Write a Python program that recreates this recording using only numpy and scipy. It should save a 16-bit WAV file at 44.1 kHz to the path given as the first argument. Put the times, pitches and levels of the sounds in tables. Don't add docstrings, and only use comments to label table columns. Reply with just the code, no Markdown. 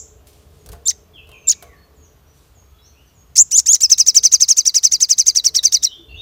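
import sys
import numpy as np
from scipy import signal
from scipy.io import wavfile
from scipy.ndimage import uniform_filter1d

SR = 44100
rng = np.random.default_rng(int(sys.argv[2]) if len(sys.argv) > 2 else 0)


def undo_db(level):
    steps = np.asarray(level, float) / 20
    return 10 ** steps


def bounce(signal):
    frames = np.transpose(np.atleast_2d(signal))
    limited = np.clip(frames, -1, 1)
    pcm = np.round(limited * 32767).astype(np.int16)
    wavfile.write(sys.argv[1], SR, pcm)


N = 273861
LEAD_IN = 4410

# (frequency [Hz], level per Hz [dB])
AIR_SPECTRUM = [(120, -23.5), (200, -1.5), (429, -8), (783, -10), (1170, -10), (2020, -17), (3180, -15.5),
                (4020, -19), (6570, -21), (7890, -24), (10400, -27), (11300, -25), (15500, -17.5)]
# (frequency [Hz], level per Hz [dB])
RUMBLE_SPECTRUM = [(12, -60), (20, -42.5), (45, -8), (64, 4), (81, 0.5), (102, -11), (141, -7.5),
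                   (182, -17), (260, -32), (340, -41.5), (570, -120)]
# (time [s], drone level [dB])
ENGINE_LEVELS = [(0.0, -51.5), (1.6, -51.5), (2.5, -59.5), (3.5, -64.5), (4.1, -67.5), (5.2, -67),
                 (5.5, -50), (5.9, -62.5), (6.21, -47)]
# (frequency [Hz], width [Hz], level [dB])
ENGINE_HUMPS = [(303, 100, -0.5), (433, 18, 13), (593, 60, 1.5), (690, 54, -1.5), (1070, 46, -6)]
# (time [s], length [s], rumble
# change [dB], drone change [dB])
LOW_SWELLS = [(0.712, 0.053, 14, 9.5), (4.204, 0.1, 4, 13.5), (4.527, 0.09, -3.5, -30),
              (4.928, 0.048, 8, 1.5), (6.135, 0.067, 9, 1)]

OVERTONES_DB = [3.5, 7.5, 3, -1, -5, 0.5, -2, -10]
THROAT_OPEN_HZ = 6800
# (frequency [Hz], width [Hz], depth [dB])
PERCH_NOTCHES = [(4300, 198, -14), (4900, 210, -2.5), (8020, 780, -1)]
# (pitch [Hz], width [Hz], depth [dB])
VOICE_BREAKS = [(4625, 900, -6), (2720, 250, -7)]
# (time [s], centre pitch [Hz], level [dB], vibrato depth [Hz])
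WARBLE = [(3.354, 2063, -28, 299), (3.368, 2733, -14, 297.5), (3.3725, 5730, -18.5, 5),
          (3.377, 3638, -13.5, 0), (3.381, 5800, -4, 905), (3.4, 6800, -3, 621), (3.417, 7300, -3, 448.5),
          (3.425, 7280, -8.5, -3), (3.433, 7220, -53, -1)]

# (time [s], pitch [Hz], effort [dB])
CHIRPS = [
    [(0.854, 3660, -28), (0.863, 3546, -19), (0.8748, 3680, -9), (0.878, 4516, -10), (0.881, 4354, -13),
     (0.8843, 6400, -4.5), (0.887, 6970, -22.5), (0.889, 6110, -10.5), (0.895, 6530, -10)],
    [(1.471, 3573, -23.5), (1.479, 3792, -14), (1.486, 3600, -5), (1.4893, 3740, -5), (1.492, 4530, -13.5),
     (1.4965, 6150, -9), (1.503, 7064, -7), (1.508, 6707, -8), (1.512, 6630, -9.5)],
    [(3.508, 1656, -31.5), (3.52, 2326, -16), (3.53, 3002, -8), (3.538, 2880, -10.5), (3.57, 3680, -7),
     (3.574, 4277, -13), (3.579, 6910, -7.5), (3.584, 7200, -3.5), (3.59, 6350, -6)],
    [(3.657, 1582, -28), (3.668, 2270, -14), (3.692, 3180, -5), (3.709, 3400, -9), (3.723, 3565, -6),
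     (3.727, 5073, -21.5), (3.732, 6090, -4.5), (3.737, 7280, -6), (3.745, 6650, -5.5)],
]
# (time after its last point [s], pitch [Hz], level against that point [dB])
CHIRP_FALL = [(.004, 5480, 2), (.008, 3997, -9), (0.013, 2900, -2), (0.018, 2080, -17), (.025, 1863, -14.5)]
# (time stretch [ratio], last pitch [Hz], throat at the end [Hz], level [dB])
FALL_ENDS = [(1.03, 1720, 5200, -5), (.95, 1810, 4700, -7), (.84, 2140, 6500, -4), (.94, 1860, 5300, -4)]
CHIRP_FIRST_DB = [8.9, 2.9, 0.38, 0.156]
FALL_FIRST_DB = [3, 8, 1.5, 1.5]
CATCH_S = [.003, .004, 0.015, .012]

# (time [s], pitch [Hz], level [dB])
LEAD_NOTE = [(3.804, 1673, -31), (3.812, 2110, -17.5), (3.822, 2457, -11.5), (3.829, 2696, -19),
             (3.836, 3110, -3.5), (3.844, 2773, -6.5), (3.852, 2585, -9.5), (3.862, 2542, -13.5),
             (3.87, 2037, -47.5)]
# (crest time [s], crest [Hz], shoulder [Hz], crest level [dB], shoulder level [dB])
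TRILL = [(3.9207, 3200, 2654, 0, -5.5), (4.0028, 3194, 2698, -4, -3.5), (4.086, 3080, 2770, -2.5, -7.5),
         (4.1689, 3177, 2722, -0.5, -6.5), (4.2542, 3186, 2546, -2.5, -7.5),
         (4.34, 3230, 2587, -1.6, -11.5), (4.424, 3143, 2573, -5, -8), (4.506, 3288, 2797, -5.5, -7.5),
         (4.5899, 3172, 2410, -6.5, -21), (4.6771, 3076, 2417, -5.5, -19), (4.7666, 3075, 2500, -5, -13.5),
         (4.8529, 3148, 2507, -2.5, -12.5), (4.9386, 3035, 2346, -7.5, -14.5),
         (5.0265, 3230, 2580, -6, -13), (5.113, 3218, 2473, -4.5, -11.5), (5.1982, 3170, 2493, -5.5, -9.5),
         (5.2843, 3212, 2360, -3.5, -13.5), (5.3733, 3015, 2370, -5.5, -17.5),
         (5.4646, 3052, 2320, -4.5, -20.5), (5.567, 2937, 2266, -7, -16), (5.6546, 3174, 2358, -3.5, -14.5),
         (5.745, 3080, 2366, -6, -10), (5.8493, 2947, 2053, -5.5, -14.5)]
# (foot [Hz], rise [Hz], shoulder after the crest [ms], ledge [Hz], ledge end [Hz])
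TURNS = [(2130, 2420, 8.5, 2649, 2400), (2150, 2400, 9.5, 2627, 2444), (2090, 2320, 9.5, 2627, 2350),
         (2250, 2480, 12, 2562, 2433), (1990, 2333, 9.5, 2562, 2315), (2010, 2397, 11.5, 2530, 2358),
         (2074, 2405, 10, 2562, 2315), (2103, 2419, 12, 2702, 2519), (2146, 2405, 12, 2476, 2379),
         (2038, 2369, 9.5, 2422, 2293), (2010, 2333, 9.5, 2541, 2326), (1945, 2283, 10.5, 2573, 2358),
         (2074, 2333, 9.5, 2444, 2336), (2110, 2397, 10, 2573, 2390), (2103, 2541, 10, 2552, 2347),
         (1845, 2304, 12, 2476, 2315), (2103, 2326, 10.5, 2422, 2315), (1859, 2268, 8.5, 2358, 2270),
         (1838, 2318, 10.5, 2304, 2200), (1650, 2153, 10, 2272, 2050), (1787, 2326, 10, 2401, 2315),
         (1967, 2340, 10, 2401, 2250), (1773, 2361, 9, 2095, 2085)]
# (start [dB], foot [dB], rise [dB], gap before the crest [dB], ledge [dB])
EFFORTS = [(-21, -15, -16, -18, -14.5), (-19, -15.5, -11, -17, -16.5), (-19.5, -21, -8.5, -16, -12.5),
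           (-18.5, -15.5, -11, -15.5, -10), (-26.5, -14, -9.5, -15.5, -11.5),
           (-23.5, -16, -9.5, -15, -12.5), (-26, -13, -8.5, -16.5, -15.5), (-23, -10, -11.0, -14.5, -9),
           (-21.5, -14.5, -11.5, -9, -16), (-21, -18, -11, -14.5, -12.5), (-19.5, -16.5, -9, -13, -13),
           (-29, -15.5, -8.5, -12.0, -13.5), (-24, -11, -12.5, -17.5, -12), (-19.5, -15, -12.5, -17, -13),
           (-25, -18.5, -13, -12.5, -11), (-44, -20, -9.5, -17.5, -9), (-23, -15.5, -10, -15.5, -9),
           (-26.5, -17.5, -9, -17, -13), (-24, -20.5, -10, -18.5, -15.5), (-30, -14.5, -12.5, -14, -16),
           (-18.5, -16.5, -14.5, -19, -6.5), (-14.5, -16.5, -11.5, -19, -15),
           (-28, -16.5, -12, -18.5, -17.5)]
# (knee [Hz], knee level [dB], ledge start [dB], tail [Hz], tail level [dB])
SLIDES = [(2740, -3, -6, 2100, -19), (2860, -6.5, -8, 2347, -13.5), (2820, -9.5, -10.5, 2347, -23),
          (2934, -3, -8.5, 2336, -14), (2980, -2.5, -10.5, 2239, -14.5), (3020, -2, -10, 2325, -14.5),
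          (2740, -7, -8, 2250, -14.5), (3036, -4.5, -11.5, 2379, -11.5), (2980, -7.5, -17, 2282, -15.5),
          (2660, -12, -18.5, 2174, -14), (2770, -10, -8, 2239, -12), (2800, -12.5, -11.5, 2271, -12.5),
          (2691, -9.5, -11, 2282, -18.5), (2908, -7, -11.5, 2350, -16), (2831, -7.5, -12, 2293, -17),
          (2982, -8.5, -12.5, 2271, -23), (2870, -6.5, -12.5, 2271, -22.5), (2350, -17, -11, 2131, -26),
          (2573, -6.5, -8.5, 2300, -16.5), (2366, -11.5, -12, 2034, -12.5), (2720, -5, -12.5, 2271, -22),
          (2765, -5.5, -12.5, 2200, -13.5), (2331, -14.5, -21, 2040, -14)]
# (time before the crest [ms], time after it [ms])
SPANS = [(23, 24), (23, 28), (20.84, 30), (23.17, 28), (24, 34), (24, 31), (24, 27), (24.9, 27), (21, 39),
         (24, 25), (24, 25), (23, 28), (24, 32.8), (21.77, 28), (23, 41), (24, 28), (23, 41), (24, 62),
         (23.1, 28), (24, 25), (21, 45), (18.8, 27), (22.7, 20)]
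TRILL_FIRST_DB = [-4, 1.5, 1.5, -9.5, -1.5, -1, -0.5, 8, 0.5, -7, 1.5, 3, 10, 1.5, 4, 4, 4, 6, 5, 7, 7.5, 7,
                  6]
# (delay [s], level [dB])
NEAR_ECHOES = [(.0011, -25), (.0023, -21), (.0041, -31.5), (.0072, -22)]

# (time [s], length [s], level [dB])
RUSTLES = [
    (0.257, 0.27, -58),
    (0.494, 0.25, -61.5),
    (2.333, 0.256, -61),
    (3.045, 0.15, -73),
]
# (time [s], peak [dB], thud against it [dB], ring-out t60 [s])
HOPS = [(0.2705, -32, -29, 0.17), (0.2834, -37.5, -23, 0.093), (0.332, -36.5, -29, 0.051),
        (0.661, -25.5, -10, 0.057), (0.6896, -21.5, -8, 0.039), (0.718, -25.5, -12, 0.11),
        (0.7304, -25, -0.5, 0.04), (0.7492, -42, 5.5, 0.062), (1.2717, -39.5, -6, 0.058),
        (1.2908, -31.5, -5, 0.048), (1.3162, -29.5, -5, 0.02), (1.3318, -39.5, -19.5, 0.06),
        (1.6248, -22, -4, 0.058)]
# (frequency [Hz], level [dB], t60 [s])
CAGE_RING = [(480, -2, .3), (600, -1, 0.23), (684.4, 0, 0.27), (1140, -8, 0.17), (1490, -3.5, 0.076)]
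# (time [s], peak [dB], frequency [Hz])
KNOCKS = [
    (2.572, -44, 640),
    (2.625, -48, 980),
]

# (time [s], length [s], from [Hz], to [Hz], level [dB])
FAR_GLIDES = [(1.132, 0.045, 3485, 3060, -45), (1.166, 0.028, 3010, 2538, -44),
              (1.269, .05, 3900, 3470, -66), (1.271, .1, 1056, 1044, -59.5),
              (1.428, 0.077, 2900, 2230, -50.5), (0.589, 0.029, 6800, 6580, -59.5),
              (1.204, 0.051, 2580, 3010, -55), (1.308, 0.055, 2943, 2300, -46),
              (1.538, .12, 2520, 2146, -59), (1.646, 0.13, 2323, 1693, -57), (1.755, 0.08, 4300, 4390, -61),
              (1.539, 0.26, 1076, 1149, -59.5), (1.86, .07, 1091, 1147, -68),
              (2.026, .04, 7270, 5640, -53.5), (2.639, 0.12, 1220, 1317, -66.5),
              (2.737, 0.045, 3380, 3390, -57), (2.78, 0.035, 3760, 3920, -59),
              (2.845, 0.027, 5310, 6520, -51.5), (2.805, 0.11, 5110, 6050, -58),
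              (2.834, 0.067, 4010, 4400, -63), (3.049, 0.0507, 6440, 5600, -62.5),
              (3.053, 0.0497, 5000, 4280, -71.5), (1.287, 0.096, 3150, 3070, -57),
              (2.912, 0.14, 2270, 3170, -65.5), (2.978, 0.0167, 2790, 2890, -56.5),
              (5.62, 0.27, 3790, 3732, -46), (5.877, 0.07, 2940, 3272, -40.5),
              (6.128, 0.04, 2656, 2942, -41.5), (6.14, .05, 6900, 5920, -61.5),
              (6.085, 0.026, 4000, 4600, -55), (6.15, 0.057, 2660, 2600, -58), (5.481, 0.28, 342, 345, -70),
              (5.958, 0.06, 345.4, 342, -53)]
# (time [s], length [s], from [Hz], to [Hz], level [dB])
FAR_HOOKS = [(1.296, 0.4, 7190, 6250, -60), (1.938, 0.16, 8920, 6536, -61), (2.26, 0.066, 5170, 5914, -59),
             (2.54, 0.1, 8140, 6530, -55.5), (3.129, .13, 8500, 6570, -57.5),
             (6.081, 0.07, 2857, 2725, -44), (5.901, 0.1, 3200, 3550, -41.5),
             (6.158, 0.086, 2964, 3700, -36)]


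def evened(x):
    return x / np.sqrt(np.mean(x ** 2) + 1e-20)


def coloured(points, patchy_db, size=1024):
    hz = np.fft.rfftfreq(size, 1 / SR)
    f, db = np.transpose(points)
    a, b, patches = rng.standard_normal((N * 4 // size + 5, len(hz), 3)).T
    patches = uniform_filter1d(patches, size=10, axis=0)
    patches = evened(uniform_filter1d(patches, size=14, axis=1))
    shape_db = np.interp(np.log(hz + 1), np.log(f + 1), db, left=-100, right=-100)
    z = (a + 1j * b) * undo_db(shape_db[:, None] + patchy_db * patches)
    return evened(signal.istft(z, nperseg=size, noverlap=size * 3 // 4)[1][:N])


def band(x, lo_hz, hi_hz):
    return signal.sosfilt(signal.butter(2, [lo_hz, hi_hz], "bandpass", fs=SR, output="sos"), x)


def add(mix, s, sound):
    part = mix[round(s * SR) + LEAD_IN:][:len(sound)]
    part += sound[:len(part)]


def garden(x, t60, fast_t60, fast_db):
    t = np.arange(SR) / SR
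    taps = rng.choice([-1., 1.], SR) * (rng.random(SR) < .1) * (t > .004)
    tail = taps * (undo_db(-60 * t / t60) + undo_db(fast_db - 60 * t / fast_t60))
    tail = signal.lfilter([1], [1, -.5], tail)
    return signal.fftconvolve(x, tail / np.linalg.norm(tail))[:len(x)]


def curves(rows, smooth_s):
    s, *columns = np.transpose(rows)
    t = np.arange(s[0], s[-1], 1 / SR)
    size = int(smooth_s * SR)
    return t, [uniform_filter1d(np.interp(t, s, c), size, mode="nearest") for c in columns]


def background():
    t, hz = np.arange(N) / SR, np.geomspace(200, 1600, 200)
    drone_db = np.interp(t, *np.transpose(ENGINE_LEVELS))
    rumble_db = -52.5 + 0.3 * (drone_db - drone_db.mean())
    for s, length, low_db, high_db in LOW_SWELLS:
        puff = np.exp(-((t - s) / length) ** 2)
        rumble_db = rumble_db + low_db * puff
        drone_db = drone_db + high_db * puff
    humps = sum(undo_db(2 * db) / (1 + (2 * (hz - f) / w) ** 2) for f, w, db in ENGINE_HUMPS)
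    drone = coloured(np.transpose([hz, 10 * np.log10(humps)]), patchy_db=1.5, size=2048)
    insect = coloured([(11250, -25), (11400, 0), (11550, -25)], patchy_db=0.0)
    hiss = coloured(AIR_SPECTRUM, patchy_db=1.0)
    rumble = coloured(RUMBLE_SPECTRUM, patchy_db=2.5, size=4096)
    return undo_db(-59.5) * hiss + undo_db(drone_db - 5.5) * drone + undo_db(rumble_db) * rumble + undo_db(-77) * insect


def syrinx(hz, db, throat_hz, first_db, breath_db, side_db=-60, ragged=0):
    k = np.arange(1, len(OVERTONES_DB) + 1)[:, None]
    rough = uniform_filter1d(rng.standard_normal((len(k) + 1, len(hz))), size=90, axis=1)
    flutter, *shimmer = uniform_filter1d(rough, size=70, axis=1)
    unsteady = .003 + .0002 * abs(np.gradient(np.log(hz))) * SR + .02 * ragged
    phase = 2 * np.pi * np.cumsum(hz * (1 + unsteady * evened(flutter))) / SR

    octaves = np.log2(k * hz / throat_hz)
    peak = 1 / (1 + (octaves / np.where(octaves < 0, .22, .15)) ** 4)
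    upper_peak = undo_db(-44.0) * np.exp(-((k * hz - 14500) / 1500) ** 2)
    high = np.clip((hz - 4500) / 1500, 0, 1)
    source_db = np.array(OVERTONES_DB)[:, None] + first_db * (k == 1) * (1 - high) - 15 * high * (k > 1)
    weight = undo_db(source_db) * np.sqrt(peak + undo_db(-56.5) + upper_peak) * (k * hz < 16000)
    weight /= np.sqrt((weight ** 2).sum(0) / 2)

    shimmer_db = np.clip(-3.2 * np.log10(weight + 1e-9), .5, 4.5) * np.where(k == 1, .55, 1) + 4 * ragged
    weight *= undo_db(np.minimum(evened(np.array(shimmer)) * shimmer_db, 3))
    weight *= undo_db(sum(depth_db * np.exp(-((k * hz - f) / w) ** 2) for f, w, depth_db in PERCH_NOTCHES))

    sidebands = np.cos(phase * 2 / 3) + .4 * np.cos(phase * 4 / 3)
    sidebands *= undo_db(side_db) * np.clip((hz - 5600) / 900, 0, 1) * undo_db(3 * evened(shimmer[0]))
    tone = (weight * np.cos(k * phase)).sum(0) + 2.2 * sidebands

    air = rng.standard_normal((3, len(hz)))
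    breath = evened(band(air[0], 4000, 9000))
    breath += undo_db(-6 + 9 * high) * evened(band(air[1], 13000, 17000))
    breath += undo_db(-16) * evened(band(air[2], 1300, 3600))
    puff = undo_db(-43) * np.exp(-np.arange(len(hz)) / SR / .015)
    breath_level = undo_db(db + breath_db + 13 * ragged) + puff
    voice = undo_db(db) * tone + breath_level * breath
    return band(voice * signal.windows.tukey(len(hz), .06), 690, 18400)


def warble(shift_s):
    t, (hz, db, depth) = curves(WARBLE, 0.00096)
    hz = hz + depth * np.cos(2 * np.pi * 111.3 * (t - 3.102))
    off_throat_db = np.minimum(2.2 * ((hz - 6750) / 1050) ** 2, 14)
    db = db - off_throat_db * np.clip((depth - 300) / 150, 0, 1)
    ragged = 1.7 * np.clip((t[0] + 0.024 - t) / 0.015, 0, 1)
    voice = syrinx(hz, db, THROAT_OPEN_HZ, first_db=4.5, breath_db=-35.5, side_db=-48.0, ragged=ragged)
    return t[0] + shift_s, voice


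def chirp(rows, first_db, fall_end, fall_first_db, catch_s):
    last_s, _, last_db = rows[-1]
    stretch, end_hz, shut_hz, fall_db = fall_end
    fall_s, fall_hz, _ = CHIRP_FALL[-1]
    fall = [(last_s + stretch * s, f + (end_hz - fall_hz) * s / fall_s, last_db + under_db - 0.5)
            for s, f, under_db in CHIRP_FALL]
    t, (hz, db) = curves([*rows, *fall], 0.0019)
    db = db + sum(depth_db * np.exp(-((hz - f) / w) ** 2) for f, w, depth_db in VOICE_BREAKS)
    falling = np.clip((t - last_s) / (fall[-1][0] - last_s), 0, 1)
    db = db + fall_db * falling ** 2
    throat_hz = THROAT_OPEN_HZ + (shut_hz - THROAT_OPEN_HZ) * np.clip((falling - .35) / .4, 0, 1)
    first_db = first_db + fall_first_db * np.minimum(3 * falling, 1)
    ragged = np.minimum(3.0 * falling, 1.1) + .9 * np.clip(1.5 - (t - t[0]) / catch_s, 0, 1)
    return t[0], syrinx(hz, db, throat_hz, first_db, breath_db=-31.5, side_db=-26.5, ragged=ragged)


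def trill_rows(note, turns, efforts, slide, span):
    crest, top, shoulder, loud, dip = note
    foot_hz, rise_hz, turn, ledge_hz, edge_hz = turns
    *climb_db, gap_db, shelf_db = efforts
    knee_hz, knee_db, ledge_db, tail_hz, tail_db = slide
    late = crest - TRILL[0][0]
    end_hz, end_db = 1946 + 52 * late, -20 + 8 * late
    shoulder_hz = min(shoulder, .975 * ledge_hz + 90 * max(turn - 11, 0) ** 3)
    ms = np.arange(-28, 33)
    pitch_ms = [-28, -16, -9, -2.5, 0, .3 * turn, 6, turn, 14, 18, 21, 29]
    pitch_hz = [.66 * foot_hz, foot_hz, rise_hz, .955 * top, top, .96 * top,
                knee_hz, shoulder_hz, ledge_hz, edge_hz, tail_hz, min(end_hz, .89 * tail_hz)]
    hz = np.interp(ms, pitch_ms, pitch_hz)
    level_ms = [-28, -21, -16, -11, -5.5, -2, .3 * turn, 5.5, turn, 14, 17, 21, 25, 27.5, 30]
    level_db = [climb_db[0] - 25, *climb_db, gap_db, loud, loud, knee_db, dip,
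                ledge_db, shelf_db, tail_db, end_db - 3.5, end_db - 7, end_db - 25]
    outside_ms = np.maximum(np.maximum(-span[0] - ms, ms - span[1]), 0)
    db = np.interp(ms, level_ms, level_db) - 2 * outside_ms
    return np.transpose([crest + ms / 1000, hz, db])


def trill_note(rows, first_db=-4.5):
    t, (hz, db) = curves(rows, .0018)
    after = t - t[np.argmax(hz)]
    closing = np.clip((after + 0.0081) / 0.014, 0, 1)
    trailing = np.maximum(hz, np.interp(t - 0.0022, t, hz))
    open_hz = np.clip(2.95 * hz, 5800, 1.033 * THROAT_OPEN_HZ)
    throat_hz = (1 - closing) * open_hz + closing * 2.044 * trailing
    crest_db = first_db * np.exp(-((after - .004) / 0.0018) ** 2)
    climb_db = -12 * np.exp(-((after + 0.0014) / 0.0036) ** 2)
    ragged = 1.8 * np.clip((t[0] + 0.01716 - t) / 0.011, 0, 1) + .15
    return t[0], syrinx(hz, db, throat_hz, -4 + crest_db + climb_db, breath_db=-32.0, ragged=ragged)


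def songbird():
    dry = np.zeros(N + LEAD_IN)
    notes = [warble(-3.432), warble(0), trill_note(LEAD_NOTE)]
    for settings in zip(CHIRPS, CHIRP_FIRST_DB, FALL_ENDS, FALL_FIRST_DB, CATCH_S):
        notes.append(chirp(*settings))
    for *row, first_db in zip(TRILL, TURNS, EFFORTS, SLIDES, SPANS, TRILL_FIRST_DB):
        notes.append(trill_note(trill_rows(*row), first_db))
    for note in notes:
        add(dry, *note)
    near = dry + sum(undo_db(db) * np.roll(dry, round(s * SR)) for s, db in NEAR_ECHOES)
    return near + undo_db(-20) * garden(dry, t60=0.41, fast_t60=0.056, fast_db=24.5)


def rustles():
    dry = np.zeros(N + LEAD_IN)
    for s, length, db in RUSTLES:
        u = np.linspace(0, 1, int(length * SR))
        hiss = evened(band(rng.standard_normal(len(u)), 2400, 10000))
        add(dry, s, undo_db(db) * hiss * 2 * u ** 0.4 * (1 - u))
    return dry


def hops():
    dry, t = np.zeros(N + LEAD_IN), np.arange(12000) / SR
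    ring = sum(undo_db(db - 60 * t / t60) * np.sin(2 * np.pi * hz * t) for hz, db, t60 in CAGE_RING)
    for s, db, thud_db, t60 in HOPS:
        hiss, low = rng.standard_normal((2, len(t)))
        fade = undo_db(-60 * t / t60) + 0.56 * undo_db(-60 * t / 0.0043)
        scratch = evened(band(hiss, 2400, 15000)) * fade
        thud = evened(band(low, 360, 1497)) * undo_db(-60 * t / 0.081) + undo_db(-5.0) * ring
        add(dry, s, undo_db(db - 16.5) * (scratch + undo_db(thud_db) * thud))
    for s, db, hz in KNOCKS:
        add(dry, s, undo_db(db) * np.sin(2 * np.pi * hz * t) * undo_db(-60 * t / 0.015))
    return dry + undo_db(-11.0) * garden(dry, t60=0.66, fast_t60=.1, fast_db=-4.5)


def far_birds():
    dry = np.zeros(N + LEAD_IN)
    for table, bend in [(FAR_GLIDES, 1.4), (FAR_HOOKS, 7.6)]:
        for s, length, from_hz, to_hz, db in table:
            u = np.linspace(0, 1, int(length * SR))
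            wobble, flutter = uniform_filter1d(rng.standard_normal((2, len(u))), size=200, axis=1)
            hz = to_hz + (from_hz - to_hz) * (1 - u) ** bend + 22.15 * evened(wobble)
            whistle = np.sin(2 * np.pi * np.cumsum(hz) / SR) * signal.windows.tukey(len(u), .4)
            add(dry, s, undo_db(db + 1.5 * evened(flutter)) * whistle)
    return .65 * dry + garden(dry, t60=0.78, fast_t60=0.2, fast_db=7.5)


def scene():
    events = songbird() + rustles() + hops() + far_birds()
    return (background() + events[LEAD_IN:])[None]


def low_pass(x):
    return signal.sosfilt(signal.butter(12, 15610, fs=SR, output="sos"), x)


def record(dry):
    clipped = np.clip(dry, -.99, .99)
    return low_pass(clipped)


dry = scene()
out = record(dry)
bounce(out)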